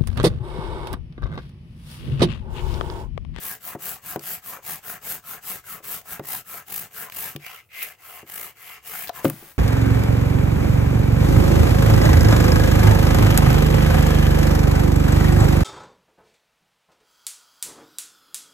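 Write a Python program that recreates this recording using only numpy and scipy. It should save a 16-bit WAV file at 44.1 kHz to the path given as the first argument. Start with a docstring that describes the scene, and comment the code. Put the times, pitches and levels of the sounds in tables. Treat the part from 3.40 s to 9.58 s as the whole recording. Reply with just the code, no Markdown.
"""Sawing a green pole

A folding hand saw cuts green wood, outdoors on snow. Its teeth tear fibres in a train of tiny impulses
that force the resonances of blade and pole. Stick-slip friction makes hard pulls judder, and the saw
now and then jams with a knock. The kerf pinches, the strokes slow and the blade squeals; the last
fibres snap, a sleeve rustles, and the cut length lands with the loud thud of its damped modes."""
import sys
import numpy as np
from scipy import signal
from scipy.fft import rfft, irfft, next_fast_len
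from scipy.io import wavfile
from scipy.ndimage import map_coordinates

SR = 44100
rng = np.random.default_rng(int(sys.argv[2]) if len(sys.argv) > 2 else 0)


def store_wav(level_fs):
    """Save 16-bit WAV to argv[1]."""
    pcm = np.round(np.clip(np.atleast_2d(level_fs), -1, 1) * 32767)
    wavfile.write(sys.argv[1], SR, pcm.T.astype(np.int16))


N = 272538
TIME = np.arange(N) / SR

# Spectrum of the outdoor background: (frequency [Hz], level [dB])
AIR_SPECTRUM = [(20, -23), (70, 3), (130, 0), (220, -14), (500, -9), (2000, -33), (5000, -31),
                (16000, -19.5)]
# Pull and push in turn, each lasting until the next: (start [s], force [dB], rise share [ratio])
STROKES = [(-.05, -1, 0.566), (0.192, 0.5, .57), (0.378, 0, 0.45), (0.608, 2.5, 0.617), (0.781, 0, 0.56),
           (1.012, 0, 0.499), (1.213, 1.5, 0.5), (1.414, 1.5, 0.533), (1.602, 1, 0.49), (1.816, 0, .6),
           (2.008, 0.5, 0.46), (2.226, 0.5, 0.556), (2.414, 0.5, 0.53), (2.633, 1, 0.596),
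           (2.805, .5, 0.59), (3.036, -1.5, 0.53), (3.251, 0.5, 0.47), (3.494, -0.5, 0.61),
           (3.704, -1, 0.41), (3.979, -9.5, 0.51), (4.28, -7.5, 0.54), (4.565, -7.5, 0.663),
           (4.844, -4, 0.52), (5.138, -8, 0.58), (5.41, -3.5, 0.57), (5.721, 2, 0.47)]
# Stroke envelopes; the rows are hiss, rasp and drone: (level [dB], swell [s], fade [s])
PULL_ENVELOPES = [(-31.5, .135, .14), (-41.5, 0.14, 0.13), (-51, 0.17, 0.13)]
PUSH_ENVELOPES = [(-36, .105, .14), (-42, 0.13, 0.1), (-55, 0.13, 0.11)]
# Growth of level with force: (hiss [dB/dB], rasp [dB/dB], drone [dB/dB])
FORCE_SLOPES = [1.28, 0.91, 2.15]
# Ring of the blade as the pole sags and the kerf pinches: (time [s], level [dB])
PINCH_LEVELS = [(0, -61), (2.4, -61), (2.9, -59), (3.55, -55), (4.05, -44), (4.7, -51), (5.6, -46.5),
                (5.8, -48)]
# The blade binds and the hand all but stops: (time [s], half length [s], dip [dB])
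BINDING = (4.26, 0.061, -19)
# Stick-slip as a hard stroke gets going: (start [s], initial rate [Hz], depth [dB])
JUDDERS = [(.035, 57, 2.5), (.41, 63, 1.5), (1.266, 64, 2.5), (2.855, 54, 3.5), (3.284, 45.2, 4.5),
           (3.726, 44, 3), (4.046, 51.8, 2.5), (4.43, 48, 2), (4.899, 45, 4.5), (5.475, 44, 2)]
# The teeth dig in: (time [s], change of bite [dB])
SNAGS = [(1.258, 0), (2.288, -2), (2.444, 7.5), (2.888, 1.5), (4.433, 9.5), (4.896, 2.5), (5.473, 7.5)]
# Spectra of the teeth's hiss, their finest sizzle and the pole's drone: (frequency [Hz], level [dB])
HISS_SPECTRUM = [(300, -35), (900, -32), (2800, -1), (4100, -5.5), (5500, -4.5), (6600, -5), (7200, -3),
                 (8000, -0.5), (9500, -12), (12400, -3.5), (15800, 0)]
SIZZLE_SPECTRUM = [(3000, -24.5), (7000, -19.5), (10000, -4), (11300, -1.5), (12400, 2.5), (14000, -1),
                   (15800, -1.5)]
DRONE_SPECTRUM = [(25, -22), (60, -3), (110, -4.5), (180, 2.5), (300, -9), (450, -18), (900, -33),
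                  (3000, -70)]
# Resonances of blade and pole under the teeth: (frequency [Hz], bandwidth [Hz], gain [dB])
RASP_MODES = [(430.4, 41.7, 1), (502, 59, -2.5), (718, 137, 2.5), (1099, 86, 3.5), (1295, 120, 3.5),
              (1684, 222, 3), (2080, 430, -1), (2770, 500, -7.5), (6570, 300, -7)]
# Hollow scrape of the backs of the teeth on the push: (frequency [Hz], bandwidth [Hz], gain [dB])
SCRAPE_MODES = [(1045, 42, 0), (1330, 99, -1), (1630, 210, -6.5)]
# Resonances of the pinched blade: (frequency [Hz], bandwidth [Hz], gain [dB])
PINCH_MODES = [(2097, 270, -1.5), (2384, 230, -2.5), (2780, 300, -2), (3300, 1040, -9.5), (4340, 2500, -15)]
# Blows as the saw jams and as the pole breaks off, lands and bounces:
# (time [s], level [dB], centre frequency [Hz], spread [octaves])
KNOCKS = [(.351, -20, 416, 1.1), (.760, -15, 400, 1.16), (1.186, -37.5, 675, .5), (2.403, -40, 680, 0.77),
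          (2.795, -18.5, 434, 2.1), (3.953, -26.5, 148, 0.51), (3.962, -29.5, 363, 0.37),
          (4.830, -34.5, 330, 0.93), (5.694, -14.5, 715, .13), (5.846, -5.5, 417, 0.26),
          (5.850, -22, 1230, 0.62), (5.899, -26.5, 920, .43), (5.936, -33, 198, 0.23),
          (6.026, -34, 260, 1.8)]
# Modes of the pole: (frequency [Hz], level [dB], t60 [s])
POLE_MODES = [(75, -23, .15), (146, -5, .18), (195, -5, .08), (238, -2, .07), (280, -6, .09), (340, -2, .1),
              (405, 0, .07), (520, -4, .05), (690, -2, .045), (813, -8, .04), (1080, -8, .03),
              (1320, -4, .02), (1620, -6, .02), (2110, -14, .05), (2450, -14, .03)]
# Cracks of fibres and bark: (time [s], level [dB], centre frequency [Hz])
SPLINTERS = [(.760, -24.5, 1500), (.794, -32, 6000), (2.795, -31, 1500), (3.699, -29, 1500),
             (3.722, -28, 2000), (3.962, -24.5, 2600), (4.065, -27, 2400), (5.673, -29, 4000),
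             (5.681, -28, 4000), (5.693, -24.5, 4000), (5.845, -21.5, 12000), (5.850, -19.5, 1800),
             (5.854, -16.5, 1100), (5.881, -26, 13000), (5.899, -18.5, 13000)]
# Spectrum of a crack's broad tick: (frequency [Hz], level [dB])
TICK_SPECTRUM = [(200, 7), (1000, 0), (2600, 5), (4200, -15.5), (8000, -10), (12000, 0), (16000, 8.5)]
# Squeal of the blade in the closing kerf: (time [s], level [dB])
SQUEAL_LEVELS = [(4.29, -65), (4.325, -50.5), (4.34, -43), (4.40, -37.5), (4.43, -34.5), (4.455, -38),
                 (4.49, -64)]
# Bending modes of the squealing blade: (frequency [Hz], bandwidth [Hz], gain [dB])
SQUEAL_MODES = [(2110, 110, -5), (2250, 81, -9), (2450, 230, -9.5)]
# Rustle of clothes as the saw is lifted away: (time [s], level [dB])
SLEEVE_LEVELS = [(5.79, -52.5), (5.815, -54), (5.85, -34), (5.91, -44), (6.118, -46), (6.132, -54),
                 (6.18, -59)]
# Spectrum of rubbing cloth: (frequency [Hz], level [dB])
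CLOTH_SPECTRUM = [(100, -5), (300, -7.5), (1200, -7.5), (2100, -7), (4000, -15), (8000, -14.5),
                  (12000, -10), (16000, -6.5)]
# Modes of the cut-off log: (frequency [Hz], level [dB], t60 [s])
LOG_MODES = [(121, -29, 0.34), (148, -18.5, 0.2), (209, -22.5, 0.18), (242, -19, 0.099), (274, -12.5, 0.13),
             (331, -26, 0.18), (404, -30, 0.052), (533, -15.5, 0.072), (810, -42, 0.053)]
# Stereo width, as a filter on the side signal: (frequency [Hz], gain [dB])
SIDE_GAIN = [(40, -2), (100, -14), (300, -10.5), (700, -8.5), (1400, -9), (3000, -2.5), (4300, -2),
             (6600, -3.5), (8500, -4.5), (13000, -10), (16000, 4.5)]
# Leftward lean of the sound: (frequency [Hz], left minus right gain [dB])
LEFT_BIAS = [(60, 1.5), (110, 0.93), (200, 1.7), (380, 1.3), (700, 1.9), (1290, 2), (2380, 0.51),
             (4400, 2.2), (8120, 2.2), (15000, 3.6)]

SAW_FREE_S, LANDING_S = 5.848, 5.854
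BAND_LIMIT_HZ = 15950


def amp(db):
    """Amplitude grows tenfold for every 20 dB."""
    return 10 ** (np.asarray(db) / 20)


def unit(x):
    """Normalisation brings a signal to an rms of one."""
    return x / np.sqrt(np.mean(x ** 2) + 1e-20)


def colour(x, points):
    """Filtering multiplies the spectrum by a curve of (Hz, dB) points, joined over log frequency."""
    size = next_fast_len(x.shape[-1] + 2048)
    hz, db = np.transpose(points)
    bins_hz = np.fft.rfftfreq(size, 1 / SR)
    gain = amp(np.interp(np.log(bins_hz + 1), np.log(hz + 1), db))
    return irfft(rfft(x, size) * gain, size)[..., :x.shape[-1]]


def resonate(x, modes):
    """A forced response is a sum of resonances (Hz, bandwidth, dB), here of alternating sign."""
    return sum((-1) ** k * amp(db) * signal.lfilter(*signal.iirpeak(hz, hz / width, SR), x)
               for k, (hz, width, db) in enumerate(modes))


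def drift(per_s):
    """Interpolation between random values, per_s a second, gives a continuous fluctuation."""
    knots = rng.standard_normal(4000)
    return unit(np.interp(TIME * per_s, np.arange(len(knots)), knots))


def grains(per_s, spread_db, smooth):
    """Shot noise: tiny fractures of uneven size over a smooth rub, as middle and side signals."""
    size = amp(spread_db * np.minimum(rng.exponential(1, N), 4))
    clicks = size * (rng.random(N) < per_s / SR) * rng.standard_normal((2, N))
    return unit(unit(clicks) + smooth * rng.standard_normal((2, N)))


def add(mix, start_s, sound):
    """Superposition: a sound adds to the mix from its start time on."""
    part = mix[:, round(start_s * SR):][:, :sound.shape[-1]]
    part += sound[..., :part.shape[-1]]


def air(level_db):
    """Ambient noise is steady and random, and strongest in the bass."""
    return amp(level_db) * unit(colour(rng.standard_normal((2, N)), AIR_SPECTRUM))


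def stroke_lengths():
    """A stroke is half a cycle of reciprocating motion: the seconds from one turn to the next."""
    return np.diff([start for start, *_ in STROKES] + [SAW_FREE_S])


def motion(steepness, flatten, overlap_s):
    """Friction noise grows with speed and force. Gives velocity and hiss, rasp, drone and ring gains."""
    velocity, gains = np.zeros(N), np.zeros((4, N))
    pinch = amp(np.interp(TIME, *np.transpose(PINCH_LEVELS)))
    slopes = np.array(FORCE_SLOPES)[:, None]
    lengths = stroke_lengths()
    for k, ((start, force_db, rise_share), length) in enumerate(zip(STROKES, lengths)):
        now = (TIME > start - overlap_s) & (TIME < start + length + overlap_s)
        t = TIME[now] - start
        level_db, swell_s, fade_s = np.transpose(PUSH_ENVELOPES if k % 2 else PULL_ENVELOPES)[:, :, None]
        rising = (t + overlap_s) / (2 * rise_share * swell_s)
        falling = (length + overlap_s - t) / (2 * (1 - rise_share) * fade_s)
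        arch = np.sin(np.pi / 2 * np.clip([rising, falling], 0, 1)).prod(0)
        velocity[now] += (-1) ** k * arch[0]  # positive on the pull
        # long strokes hold their level longer
        swell = arch ** (steepness * (np.median(lengths) / length) ** flatten)
        cutting = amp(level_db + force_db * slopes) * swell
        ring = pinch[now] * swell[1]
        gains[:, now] = np.hypot(gains[:, now], np.vstack([cutting, ring]))  # overlaps add in power
    bind_s, half_s, dip_db = BINDING
    return velocity, gains * amp(dip_db * np.exp(-((TIME - bind_s) / half_s) ** 2))


def shifting(x, depth_db, width_hz, hold_s):
    """Resonances come and go as the blade's free length changes; random spectral patches model them."""
    hz, t, spectrum = signal.stft(x, SR, nperseg=512, noverlap=384)
    grid = np.meshgrid(hz / width_hz, t / hold_s, indexing="ij")
    patches = unit(map_coordinates(rng.standard_normal((400, 700)), grid, order=1))
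    _, shifted = signal.istft(spectrum * amp(depth_db * patches), SR, nperseg=512, noverlap=384)
    return unit(shifted[:, :N])


def saw(pull_hz, push_hz, tooth_db, uneven_db, hum_share):
    """Forced vibration: tearing fibres drive kerf, wood, blade and pole, pulsing at the tooth rate."""
    velocity, (hiss, rasp, drone, ring) = motion(steepness=1.894, flatten=0.11, overlap_s=.018)
    speed, pushing = abs(velocity), np.clip(-4 * velocity, 0, 1)
    tooth_hz = speed * (pull_hz + (push_hz - pull_hz) * pushing)
    teeth = np.sin(2 * np.pi * np.cumsum(tooth_hz * (1 + 0.06 * drift(45))) / SR)
    catch = judder(sharpness=0.094, stroke_share=0.52, quickening=0.42)
    catch *= snags(snag_s=0.028, nicks_per_s=18, nick_s=0.0058, nick_db=3.5)
    catch *= stalls(stall_s=0.033, above_db=-44, slope=.55)
    bite = unit(amp(tooth_db * teeth + uneven_db * drift(420)))

    chips = grains(per_s=6000, spread_db=0.4, smooth=1.57)
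    sizzle = speed ** 2 * unit(colour(chips, SIZZLE_SPECTRUM))  # needs the most speed
    kerf = amp(-7.0) * unit(colour(chips, HISS_SPECTRUM)) + sizzle
    kerf = hiss * catch * shifting(kerf, depth_db=1.7, width_hz=170, hold_s=.035)

    fibres = grains(per_s=2200, spread_db=3.0, smooth=0.67)
    scrape = unit(resonate(grains(per_s=2100, spread_db=9, smooth=0.8), SCRAPE_MODES))
    wood = (1 - 0.11 * pushing) * unit(resonate(fibres, RASP_MODES)) + 0.57 * pushing * scrape
    wood = rasp * catch ** 0.43 * shifting(wood, depth_db=3.0, width_hz=134.2, hold_s=.05)

    flex = resonate(grains(per_s=1600, spread_db=2.5, smooth=0.95), PINCH_MODES)
    blade = ring * catch * shifting(flex, depth_db=2.6, width_hz=155, hold_s=.04)

    hum = np.array([[1], [0]]) * hum_share * teeth  # middle only
    pole = drone * catch ** 0.3 * unit(unit(colour(fibres, DRONE_SPECTRUM)) + hum)
    return bite * (kerf + wood + blade + pole)


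def judder(sharpness, stroke_share, quickening):
    """Stick-slip modulates the level: the blade catches and tears free, quicker as it gains speed."""
    gain = np.ones(N)
    for start, first_hz, depth_db in JUDDERS:
        stroke = sum(s < start for s, *_ in STROKES) - 1
        length = stroke_share * stroke_lengths()[stroke]
        now = slice(int((start - .01) * SR), int((start + length) * SR))
        t = TIME[now] - start
        phase = 2 * np.pi * first_hz * t * (1 + quickening * t / (2 * length))
        bites = np.cos(phase) + sharpness * np.cos(2 * phase)
        gain[now] = unit(amp(depth_db * bites * signal.windows.tukey(len(t), .15)))
    return gain


def snags(snag_s, nicks_per_s, nick_s, nick_db):
    """Level follows depth of bite, which snags and small chance nicks change for a moment."""
    snag_db = sum(bite_db * np.exp(-(2 * (TIME - s) / snag_s) ** 2) for s, bite_db in SNAGS)
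    nicks = rng.random(N) * (rng.random(N) < nicks_per_s / SR)
    bumps = signal.oaconvolve(nicks, np.hanning(round(2 * nick_s * SR)), "same")
    return amp(snag_db + nick_db * bumps)


def stalls(stall_s, above_db, slope):
    """Friction noise needs motion, so it dips when a knock briefly checks the blade."""
    dip_db = np.zeros(N)
    for s, level_db, *_ in KNOCKS:
        stall = np.interp(TIME - s, [.002, .007, .8 * stall_s, 1.2 * stall_s], [0, 1, 1, 0])
        dip_db += stall * slope * np.clip(level_db - above_db, 0, 20)
    return amp(-dip_db)


def knocks(scuff_s, scuff_db):
    """Impact excitation: each blow rings the pole's modes near its own pitch, with a dull scuff."""
    out, t = np.zeros((2, N)), np.arange(SR // 3) / SR
    hz, db, t60 = np.transpose(POLE_MODES)[:, :, None]
    modes = amp(db - 60 * t / t60) * np.cos(2 * np.pi * hz * t) * (1 - np.exp(-t / .0007))
    for s, level_db, centre_hz, octaves in KNOCKS:
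        weight = np.exp(-.5 * (np.log2(hz / centre_hz) / octaves) ** 2)
        ring = np.array([[.72], [.09]]) * (weight * modes).sum(0) / np.linalg.norm(weight * amp(db))
        scuff = unit(resonate(rng.standard_normal((2, len(t))), [(centre_hz, centre_hz * octaves, 0)]))
        scuff = signal.lfilter(*signal.butter(2, 2.34 * centre_hz, fs=SR), scuff)
        add(out, s, amp(level_db) * (ring + amp(scuff_db) * scuff * np.exp(-t / scuff_s)))
    return out


def thin_bass(x, cutoff_hz):
    """A high-pass filter thins out the deepest bass of the blows and the landing."""
    return signal.lfilter(*signal.butter(2, cutoff_hz, "high", fs=SR), x)


def splinters(decay_s, width_share, tick_db):
    """Fracture frees stored strain: each fibre gives a short burst at its own pitch and a broad tick."""
    out, t = np.zeros((2, N)), np.arange(SR // 20) / SR
    for s, level_db, hz in SPLINTERS:
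        body_noise, tick_noise = rng.standard_normal((2, 2, len(t)))
        body = unit(resonate(body_noise, [(hz, hz * width_share, 0)]))
        tick = amp(tick_db) * unit(colour(tick_noise, TICK_SPECTRUM))
        add(out, s, amp(level_db) * unit(body + tick) * np.exp(-t / decay_s))
    return out


def squeal(rough_db):
    """Frictional excitation: uneven slips of the gripped blade pump its bending modes."""
    level = amp(np.interp(TIME, *np.transpose(SQUEAL_LEVELS), left=-np.inf, right=-np.inf))
    slips = grains(per_s=1800, spread_db=3.5, smooth=0.54) * amp(rough_db * drift(120))
    return level * unit(resonate(slips, SQUEAL_MODES))


def sleeve():
    """Sliding friction of cloth and glove makes broadband noise as the arm comes up."""
    level = amp(np.interp(TIME, *np.transpose(SLEEVE_LEVELS), left=-np.inf))
    return level * unit(colour(grains(per_s=3300, spread_db=0.5, smooth=1.0), CLOTH_SPECTRUM))


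def landing(rise_s, crush_db, crush_hz, crush_s):
    """An impulse starts all the log's modes in phase, in one deep thud, as the snow packs under it."""
    out, t = np.zeros((2, N)), np.arange(SR // 3) / SR
    ring = sum(amp(db - 60 * t / t60) * np.cos(2 * np.pi * hz * t) for hz, db, t60 in LOG_MODES)
    snow_band = signal.butter(2, [crush_hz / 2, 2 * crush_hz], "band", fs=SR)
    crush = unit(signal.lfilter(*snow_band, rng.standard_normal((2, len(t)))))
    thud = np.array([[1], [.22]]) * ring + amp(crush_db) * crush * np.exp(-t / crush_s)
    add(out, LANDING_S, thud * (1 - np.exp(-(t / rise_s) ** 2)))
    return out


def clearing(x, wet_db, t60):
    """Scattering from snow and trees adds a thin tail of decaying echoes."""
    t = np.arange(SR // 2) / SR
    echoes = rng.standard_normal((2, len(t))) * (rng.random(len(t)) < 2500 / SR)
    echoes *= amp(-60 * t / t60) * (t > .004)
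    echoes /= np.linalg.norm(echoes[0])
    tail = colour(echoes, [(100, -0.5), (700, 9.0), (2000, 4.0), (5000, 7.0), (15000, -3.0)])
    return x + amp(wet_db) * signal.fftconvolve(x, tail, axes=1)[:, :N]


def scene():
    """Sources superpose as middle and side; a level difference places them a little to the left."""
    sources = saw(pull_hz=194.0, push_hz=218.2, tooth_db=-1.16, uneven_db=1.0, hum_share=1.01)
    sources += squeal(rough_db=1.5) + sleeve()
    blows = knocks(scuff_s=0.0062, scuff_db=-6.5)
    blows += landing(rise_s=0.00027, crush_db=-26.5, crush_hz=235, crush_s=0.027)
    sources += thin_bass(blows, cutoff_hz=81) + splinters(decay_s=0.0023, width_share=0.42, tick_db=3)
    middle, side = air(level_db=-64.0) + clearing(sources, wet_db=-21, t60=0.21)
    side = colour(side, SIDE_GAIN)
    left = colour(middle + side, [(hz, db / 2) for hz, db in LEFT_BIAS])
    right = colour(middle - side, [(hz, -db / 2) for hz, db in LEFT_BIAS])
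    return np.array([left, right])


def record(dry):
    """Band limiting: a steep low-pass filter removes the highest treble."""
    low_pass = signal.firwin(511, BAND_LIMIT_HZ, window=("kaiser", 9), fs=SR)
    return signal.oaconvolve(dry, low_pass[None], "same")


dry = scene()
out = record(dry)
store_wav(out)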